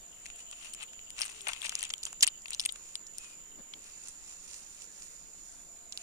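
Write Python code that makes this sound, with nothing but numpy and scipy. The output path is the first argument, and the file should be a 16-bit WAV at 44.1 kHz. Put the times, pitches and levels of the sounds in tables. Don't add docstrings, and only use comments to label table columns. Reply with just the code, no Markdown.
import sys
import numpy as np
from scipy import signal
from scipy.io import wavfile
from scipy.ndimage import uniform_filter1d

SR = 44100
rng = np.random.default_rng(int(sys.argv[2]) if len(sys.argv) > 2 else 0)


def materialize(psi):
    bounded = np.clip(np.atleast_2d(psi).T, -1, 1)
    quanta = np.round(bounded * 32767).astype(np.int16)
    wavfile.write(sys.argv[1], SR, quanta)


N = 265482

# frequency_hz, relative_density_db
HISS_LEFT = [(15, 3.5), (40, -8), (60, -17), (110, -19.5), (170, -12.5), (600, -17), (1500, -21),
             (4000, -28.5), (9000, -20), (10500, -29.5), (15200, -32.5), (15700, -68)]
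HISS_RIGHT = [(15, 1), (40, -17), (110, -22), (170, -18), (600, -25), (1500, -25), (4000, -24.5),
              (9000, -27), (10500, -32), (15200, -29), (15700, -71)]
# frequency_hz, correlation
HISS_COHERENCE = [(300, 0.38), (1000, 0.065)]
# peak_s, level_db, sigma_s
PUFFS = [(3.54, -61.5, 0.043), (3.6, -51.5, 0.011), (3.771, -57.5, 0.017)]
# time_s, level_db, pitch_hz
DRONE_CURVE = [(1.22, -95, 465), (1.33, -74.5, 427), (1.46, -72, 386), (1.52, -100, 375)]
# time_s, level_db
HUM_CURVE = [(0, -74), (1.05, -73.5), (1.3, -103), (5.2, -105), (5.5, -73.5), (6.02, -70)]
CICADA_CURVE = [(0, -73), (.4, -65.5), (1.1, -67.5), (2.35, -69.5), (2.9, -85), (3.3, -69.5), (3.7, -73.5),
                (4.2, -90)]
# time_s, level_db, pitch_hz
BIRD_CURVE = [(3.185, -80, 2550), (3.2, -61, 2545), (3.288, -62, 2465), (3.308, -73, 2440),
              (3.335, -60, 2405), (3.385, -76, 2330)]
# pitch_hz, pulse_rate_hz, relative_level_db, left_minus_right_db
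CRICKETS = [(6990, 98, -8.5, -23), (6930, 52, -8, -8.5), (7237, 59, 2.5, 7.5), (6740, 52, -6, 5),
            (7320, 110, -15, -22), (7000, 64, -4.5, 2.5), (6900, 50, -6.5, -14.5)]
# time_s, relative_level_db, left_minus_right_db
CHORUS_CURVE = [(0.0, -56, -2), (3.15, -56, -4.5), (3.57, -57.5, -2.5), (4.27, -56, -6), (4.58, -57, -5.5),
                (6.02, -57, -4)]
# frequency_hz, width_hz, relative_level_db
BODY_MODES = [(1314, 860, 0)]
WALL_MODES = [(1970, 470, -5.5), (2830, 544, 9.5), (3915, 840, -0.5)]
RIM_MODES = [(5750, 1360, -2.5), (6850, 960, 4), (8640, 3800, 1.5)]
BRISTLE_MODES = [(8755, 980, 15), (11070, 760, -8), (14100, 1800, -7)]
CAVITY_MODES = [(2880, 260, 0)]
PART_PAN_DB = [0.5, 5, -6.5, 5.5]
# time_s, left_minus_right_db
POD_PATH = [(0, 7), (1.7, 7), (2.2, 2.5), (2.7, 4.5), (4.3, -2), (6.02, 1)]
# firmest_s, rise_s, fall_s, relative_wall_db, relative_rim_and_bristle_db
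STROKES = [(.28, 0.49, 0.29, -74.5, -69), (.4, 0.086, 0.072, -67, -59), (0.655, 0.32, 0.16, -62, -57),
           (0.821, 0.11, 0.063, -56, -60), (1.198, 0.069, 0.43, -50.5, -45.5),
           (1.501, 0.085, 0.17, -47, -45), (1.66, 0.14, 0.087, -49, -43.5), (1.84, 1, 0.16, -56.5, -59.5),
           (2.07, 0.16, 0.24, -64.5, -61), (2.259, 0.071, 0.092, -58, -99), (2.52, 0.081, 0.16, -62, -68),
           (2.629, 0.089, 0.1, -64, -52.5), (2.9, 0.99, 0.3, -74.5, -65.5),
           (3.24, 0.32, 0.38, -67.5, -59.5), (3.86, 0.28, 0.52, -70, -61.5),
           (4.06, 0.22, 0.23, -68.5, -55.5), (4.319, 0.52, 0.17, -69.5, -60),
           (4.54, 0.49, 0.43, -66.5, -54), (4.84, 0.59, 0.092, -70.5, -58.5),
           (5.019, 0.48, 0.75, -73.5, -59), (5.5, 1, 0.98, -82.5, -65), (6.02, 0.3, .1, -70, -61)]
# peak_s, wall_pitch_hz, rim_pitch_hz, wall_db, rim_db, bristle_db, length_ms (capped at 10 when played)
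CRACKS = [(0.258, 2700, 6260, -41, -43, -45, 1.2), (0.2632, 2520, 6040, -43.5, -38, -48, 1.36),
          (0.3014, 2520, 6200, -45, -45, -58, 1.8), (0.3595, 2780, 7000, -55, -52, -45, 1.66),
          (.39, 2800, 7600, -57, -50, -50, 1.6), (0.5131, 3170, 7400, -49, -35, -47, 0.82),
          (0.528, 2780, 6550, -39.5, -45, -62, 7.6), (0.697, 2800, 7600, -63, -50, -45, 1.2),
          (0.7352, 2750, 5600, -58, -42, -39, 1.7), (0.7386, 3030, 7100, -45, -41, -39.5, 1.2),
          (0.7478, 2660, 6760, -45, -38, -39.5, 3.2), (.808, 2760, 6500, -38, -61, -56, 1.9),
          (0.8173, 2810, 6500, -44, -55, -48, 5.1), (0.8233, 2880, 6500, -38, -51, -48, 2.8),
          (0.8294, 2860, 7050, -36, -36.5, -40.5, 8.1), (0.8367, 2600, 7250, -44, -40, -42, 3.6),
          (0.933, 2560, 6400, -48, -45, -54, 5.5), (0.992, 2710, 6500, -45, -57, -56, 2.3),
          (1.1045, 3140, 7340, -44, -38.5, -40.5, 0.78), (1.1823, 2620, 6900, -40.5, -36, -50, 5.4),
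          (1.19, 2670, 5050, -32, -33.5, -42, 4.1), (1.21, 2980, 5650, -34.5, -35, -34, 0.96),
          (1.2175, 2830, 5340, -33, -20, -26, 2.33), (1.222, 2570, 5340, -56, -28.5, -37, 0.92),
          (1.233, 2880, 4400, -32, -33.5, -43, 2.7), (1.2536, 2210, 7600, -49, -46, -34, 1.93),
          (1.2615, 2530, 7700, -47, -32, -41, 2.04), (1.408, 3430, 6860, -40.5, -45, -46, 3.1),
          (1.417, 2770, 7000, -62, -45, -40.5, 5.7), (1.4702, 2580, 4450, -26, -37, -44, 4.7),
          (1.4738, 2100, 6260, -34.5, -34, -49, 2.2), (1.4836, 2440, 7640, -38, -34, -27.5, 2.06),
          (1.487, 2900, 6500, -28.5, -42, -37, 2.8), (1.4907, 2340, 7040, -32, -33, -49, 3.3),
          (1.4964, 2550, 7800, -33, -39, -48, 6.2), (1.5336, 2750, 6900, -30, -30.5, -43, 2.6),
          (1.618, 3170, 4430, -34, -56, -38, 2.6), (1.6279, 2300, 7700, -44.5, -38, -45, 1.85),
          (1.645, 2550, 7150, -46, -31.5, -42, 4), (1.6508, 2480, 7200, -31.5, -38, -52, 4.3),
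          (1.66, 3370, 6800, -35, -37, -43, 2.4), (1.6665, 2830, 5300, -31.5, -38, -43, 2.7),
          (1.6943, 3160, 6250, -31.5, -26, -31.5, 2.5), (1.7202, 3400, 5900, -48, -37, -55, 0.67),
          (1.7242, 2110, 4500, -44.5, -42, -50, 1.6), (1.7535, 3730, 6200, -39, -21, -32, 0.61),
          (1.79, 3100, 6600, -46, -32, -39, 1.3), (1.7943, 2880, 7140, -39, -32, -43, 3.5),
          (1.808, 3500, 6200, -49, -31.5, -48, 0.93), (1.8186, 2320, 6500, -55, -34, -54, 1.3),
          (1.829, 2770, 7760, -32, -31, -27, 1.5), (1.838, 3600, 5800, -36, -28.5, -33, 2),
          (1.8518, 3150, 7240, -37.5, -29, -50, 2.9), (1.893, 3400, 6900, -50, -40, -43, 2.2),
          (1.9039, 2830, 6200, -29.5, -28, -51, 6.9), (1.938, 2910, 7460, -23, -32, -33, 1.514),
          (1.9808, 3300, 7160, -52, -38, -50, 1.26), (2.0316, 3870, 4630, -44, -33, -39, 2.2),
          (2.0356, 3520, 7100, -40, -29.5, -36, 1.8), (2.0534, 3770, 6800, -47, -23.5, -41, 0.58),
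          (2.067, 2920, 6500, -34.5, -40, -37, 12), (2.1294, 2200, 7150, -45.5, -35, -43, 1.46),
          (2.2084, 3700, 6050, -39, -26, -46, 0.36), (2.2112, 3600, 6140, -42, -28, -41, 1.5),
          (2.2257, 3840, 6200, -29, -15.5, -35, 1.07), (2.228, 3060, 7100, -23, -14, -18, 1.2),
          (2.23, 3400, 4930, -19.5, -13, -15, 2.6), (2.234, 2730, 7100, -15, -13, -27, 1.52),
          (2.2373, 2860, 6000, -25, -34, -26, 1), (2.2399, 3300, 7360, -36, -17, -35, 0.66),
          (2.2429, 2770, 6500, -26, -28, -38, 3.1), (2.2467, 2700, 7050, -30, -34, -36, 2.2),
          (2.2683, 3500, 7260, -48, -20.5, -41, 1), (2.276, 2650, 7760, -24.5, -33, -18, 1.72),
          (2.28, 3200, 4400, -28, -33, -39, 7.1), (2.2863, 3800, 4370, -35, -39, -55, 1.77),
          (2.4206, 3220, 6900, -63, -42, -56, 0.65), (2.4576, 2770, 6430, -34, -43, -54, 2.97),
          (2.483, 2860, 6500, -41, -43, -44, 3.7), (2.5065, 2660, 7600, -42, -32.5, -30.5, 1.04),
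          (2.5329, 3720, 7200, -33, -32, -38, 4), (2.541, 3750, 4500, -35.5, -46, -38, 4.5),
          (2.5475, 3970, 5920, -37, -28.5, -38, 1.66), (2.597, 3900, 5000, -28, -21.5, -28.5, 3.4),
          (2.6036, 3650, 5240, -34, -26.5, -30, 1.8), (2.614, 2600, 7200, -43, -34, -45, 2),
          (2.6377, 3080, 7760, -39, -43, -50, 5), (2.6519, 3540, 7200, -33, -32, -33, 1.7),
          (2.6566, 2860, 7200, -35, -26, -49, 1.65), (2.6598, 2940, 7860, -29.5, -39, -19.5, 1.07),
          (2.6612, 2700, 7800, -29, -35, -25, 1.7), (2.692, 3200, 4300, -26.5, -46, -41, 6.3),
          (2.723, 3400, 7700, -52, -51, -32, 1.7), (2.759, 2490, 6500, -44.5, -43, -46, 5.2),
          (2.9551, 3070, 4000, -37, -28, -30, 1.6), (3.0685, 3040, 6700, -73, -36.5, -60, 6.4),
          (3.1836, 3900, 5400, -43, -40, -30, 0.71), (3.7377, 2970, 4840, -32, -44, -52, 5),
          (4.0847, 3340, 7050, -66, -33, -48, 2.35), (4.0908, 3300, 7160, -62, -43, -43, 2.5),
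          (4.543, 3360, 6400, -60, -36, -60, 4.3), (4.821, 3220, 7100, -49, -39, -54, 4.5),
          (5.924, 3930, 6100, -39.5, -32.5, -58, 0.84), (5.927, 3950, 5900, -39.5, -44, -52, 7.9),
          (5.975, 3880, 5170, -32, -35, -34, .9)]

PORT_LAG_S = .00016
HISS_DB, HUM_HZ, CICADA_HZ = -58.5, 682, 2944
WALL_HZ, RIM_HZ, CAVITY_DB = 2750, 6700, -10
WOOD_TOP_HZ = 9300
STROKE_RANGE_DB = 42
MAIN_FIBRE, RING_UP_S = 6, .0003
JOLT_DB, JOLT_S = -33, .0005


def amp(db):
    return 10 ** (np.asarray(db) / 20)


def unit_rms(x):
    return x / np.sqrt(np.mean(x ** 2) + 1e-20)


def norm(x):
    return np.linalg.norm(x, axis=-1, keepdims=True)


def pan(left_minus_right_db):
    return amp([left_minus_right_db / 2, -left_minus_right_db / 2]).reshape(2, -1)


def lagged(x, lag_s):
    return np.roll(x, round(lag_s * SR))


def at_frequencies(rows, hz):
    row_hz, values = np.transpose(rows)
    return np.interp(np.log(hz + 1), np.log(row_hz + 1), values)


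def follow(rows):
    time_s, *columns = np.transpose(rows)
    return [np.interp(np.arange(N) / SR, time_s, column) for column in columns]


def drift(rate_hz):
    knots = rng.standard_normal(8000)
    position = np.arange(N) / SR * rate_hz * 2
    below = position.astype(int)
    blend = (position - below) ** 2 * (3 - 2 * (position - below))
    return knots[below] * (1 - blend) + knots[below + 1] * blend


def resonate(x, hz, width_hz):
    carrier = np.exp(2j * np.pi * np.cumsum(hz * np.ones(x.shape[-1])) / SR)
    pole = np.exp(-np.pi * width_hz / SR)
    return 2 * (carrier * signal.lfilter([1 - pole], [1, -pole], x / carrier)).real


def background_hiss():
    frames, hz = N // 256 + 5, np.fft.rfftfreq(1024, 1 / SR)
    left_re, left_im, own_re, own_im, patches = rng.standard_normal((frames, 513, 5)).T
    patches = unit_rms(uniform_filter1d(uniform_filter1d(patches, 8, 0), 8, 1))
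    patches_db = np.clip(hz / 800, 1, 3.5)[:, None] * patches
    coherence = at_frequencies(HISS_COHERENCE, hz)[:, None]
    left = left_re + 1j * left_im
    right = coherence * left + np.sqrt(1 - coherence ** 2) * (own_re + 1j * own_im)
    density_db = np.array([at_frequencies(HISS_LEFT, hz), at_frequencies(HISS_RIGHT, hz)])
    spectra = np.array([left, right]) * amp(density_db[:, :, None] + patches_db)
    return amp(HISS_DB) * unit_rms(signal.istft(spectra, nperseg=1024, noverlap=768)[1][:, :N])


def air_puffs():
    t = np.arange(N) / SR
    envelope = sum(amp(db) * np.exp(-.5 * ((t - peak_s) / sigma_s) ** 2) for peak_s, db, sigma_s in PUFFS)
    return envelope * unit_rms(resonate(rng.standard_normal(N), hz=260, width_hz=190)) * [[1], [.15]]


def drone():
    level_db, hz = follow(DRONE_CURVE)
    tone = resonate(resonate(rng.standard_normal(N), hz, width_hz=25), hz, width_hz=35)
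    return pan(23) * amp(level_db) * unit_rms(tone)


def hum():
    band = signal.firwin(2001, [HUM_HZ - 40, HUM_HZ + 40], pass_zero=False, fs=SR)
    tone = signal.oaconvolve(rng.standard_normal((2, N)), band[None], "same")
    return amp(follow(HUM_CURVE)[0] + 1.5 * drift(13)) * pan(7.6) * unit_rms(tone)


def cicada():
    common, own = rng.standard_normal((2, N))
    noise = np.array([lagged(common, PORT_LAG_S), .7 * common + .7 * own])
    buzz = resonate(resonate(noise, CICADA_HZ, width_hz=450), CICADA_HZ, width_hz=550)
    return amp(follow(CICADA_CURVE)[0] + 5 * drift(26)) * pan(12.2) * unit_rms(buzz)


def bird():
    level_db, hz = follow(BIRD_CURVE)
    jitter = np.clip((2480 - hz) / 5000, .003, 1)
    phase = 2 * np.pi * np.cumsum(hz * (1 + jitter * drift(150))) / SR
    note = amp(level_db + 1.5 * drift(40)) * np.sin(phase)
    note[:round(BIRD_CURVE[0][0] * SR)] = note[round(BIRD_CURVE[-1][0] * SR):] = 0
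    trees = rng.standard_normal((2, 3000)) * np.exp(-np.arange(3000) / SR / .025) / 60
    return pan(9) * (note + signal.oaconvolve(note[None], trees, axes=1)[:, :N])


def crickets():
    direct = np.zeros((2, N))
    for hz, rate_hz, level_db, pan_db in CRICKETS:
        wing_cycle = (np.cumsum(rate_hz * (1 + .03 * drift(8))) / SR + rng.random()) % 1
        pulses = np.sin(np.pi * np.clip(wing_cycle / .6, 0, 1)) ** 2
        sagging_hz = hz * (1 + .015 * (.3 - wing_cycle) + .004186 * drift(153.7))
        song = pulses * np.sin(2 * np.pi * np.cumsum(sagging_hz) / SR) * amp(level_db + 2 * drift(7.2))
        direct += pan(pan_db) * [lagged(song, PORT_LAG_S * rng.uniform(-1.007, 1)), song]
    leaves = rng.standard_normal((2, 6000)) * amp(-60 * np.arange(6000) / SR / .15)
    scattered = signal.fftconvolve(direct, leaves, axes=1)[:, :N]
    chorus = unit_rms(unit_rms(direct) + amp(-1.5) * unit_rms(scattered))
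    level_db, pan_db = follow(CHORUS_CURVE)
    return amp(level_db + 5) * pan(pan_db) * chorus


def ring(modes, pitch_ratio=1):
    t = np.arange(400) / SR * pitch_ratio
    response = 0
    for k, (hz, width_hz, db) in enumerate(modes):
        envelope = (width_hz * t) ** 2 * np.sqrt(width_hz) * np.exp(-2 * np.pi * width_hz * t)
        response += (-1) ** k * amp(db) * envelope * np.cos(2 * np.pi * hz * t)
    response = signal.lfilter(*signal.butter(4, 560, "high", fs=SR), response)
    return response / norm(response)


def shell(wall_ratio, rim_ratio):
    wall = ring(WALL_MODES, wall_ratio) + amp(CAVITY_DB) * ring(CAVITY_MODES)
    wood = [ring(BODY_MODES), wall, -ring(RIM_MODES, rim_ratio)]
    wood = signal.lfilter(*signal.butter(5, WOOD_TOP_HZ, fs=SR), wood)
    responses = np.array([*wood, ring(BRISTLE_MODES)])
    return responses[:, None] * pan(np.array(PART_PAN_DB)).T[:, :, None]


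def stroke_levels():
    t, power = np.arange(N) / SR, 1e-11
    for firmest_s, rise_s, fall_s, wall_db, rim_db in STROKES:
        fade = np.where(t < firmest_s, (firmest_s - t) / rise_s, (t - firmest_s) / fall_s)
        power = power + amp(np.array([[wall_db], [rim_db]]) - STROKE_RANGE_DB * fade) ** 2
    return 10 * np.log10(power)


def scraping():
    wall_db, rim_db = stroke_levels()
    coarseness = np.clip(np.maximum(wall_db + 76.5, rim_db + 70) / 20, 0, 1)
    clumps_db = coarseness * 3 * np.clip(drift(120), -3, 1.6)
    catches_db = coarseness * 4 * np.clip([drift(70) for _ in PART_PAN_DB], -3, 1.6)
    snaps_per_s = 1600 + 6000 * (1 - coarseness)
    sizes = amp(3 * np.minimum(rng.exponential(1, (2, N)), 3))
    slips = rng.random((2, N)) * SR < snaps_per_s
    common, own = unit_rms(sizes * slips * rng.standard_normal((2, N))) * amp(clumps_db)
    snaps = np.array([lagged(common, PORT_LAG_S), .5 * common + 1.1 * own]) * pan(follow(POD_PATH)[0])
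    snaps = signal.oaconvolve(snaps, signal.firwin(101, 15300, fs=SR)[None], "same")
    body_db = wall_db + .5 + .025 * (wall_db + 85)
    parts_db = np.array([body_db, wall_db + 10.5, rim_db + 3.5, rim_db + 3])
    drive = amp(parts_db + catches_db)[:, None] * snaps
    responses = shell(wall_ratio=.98, rim_ratio=.88)
    return signal.oaconvolve(drive, responses, axes=2)[:, :, :N].sum(0)


def fibre_burst(length_s, noises):
    common, own, unevenness, crumbs = noises
    t = np.arange(len(common)) / SR
    progress = 4 * t / length_s
    tear = 2 * progress ** 2 * np.exp(-progress)
    tail = .045 * np.exp(-t / .006) * np.minimum(progress / 2, 1) * crumbs ** 2
    envelope = (tear + tail) * amp(1.5 * unevenness)
    snap = MAIN_FIBRE * np.sign(common[0]) * signal.unit_impulse(len(t), round(length_s / 2 * SR))
    left = lagged(envelope * common + snap, PORT_LAG_S)
    right = envelope * (.51 * common + .99 * own) + snap
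    burst = np.array([left, right])
    return burst * np.sqrt(SR / 1000) / norm(burst)


def cracks():
    out, t = np.zeros((2, N + 2000)), np.arange(400) / SR
    pod_pan_db, = follow(POD_PATH)
    jolt = t * np.exp(-t / JOLT_S)
    for peak_s, wall_hz, rim_hz, wall_db, rim_db, bristle_db, length_ms in CRACKS:
        length_s = min(length_ms, 10) / 1000
        noises = rng.standard_normal((4, 800))
        scatter_db = 2 * noises[3, 0]
        burst = fibre_burst(length_s, noises) * pan(pod_pan_db[round(peak_s * SR)] + scatter_db)
        wall_ratio = wall_hz / WALL_HZ
        body_db = .8 * wall_db - 27 - min(164 * np.log10(wall_ratio), 15) + 1500 * length_s
        responses = shell(wall_ratio, rim_hz / RIM_HZ)
        parts = signal.fftconvolve(burst[None], responses, axes=2)
        parts *= norm(burst) * norm(responses) / norm(parts)
        sound = np.tensordot(amp([body_db, wall_db, rim_db, bristle_db]), parts, axes=1)
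        sound += signal.fftconvolve(burst, amp(wall_db + JOLT_DB) * jolt[None] / norm(jolt), axes=1)
        start = round((peak_s - length_s / 2 - RING_UP_S) * SR)
        out[:, start:start + sound.shape[1]] += sound
    return out[:, :N]


def scene():
    return (cracks() + scraping() + crickets() + cicada() + hum() + bird()
            + air_puffs() + background_hiss() + drone())


def record(dry):
    return signal.oaconvolve(dry, signal.firwin(511, 16500, window=("kaiser", 9), fs=SR)[None], "same")


dry = scene()
out = record(dry)
materialize(out)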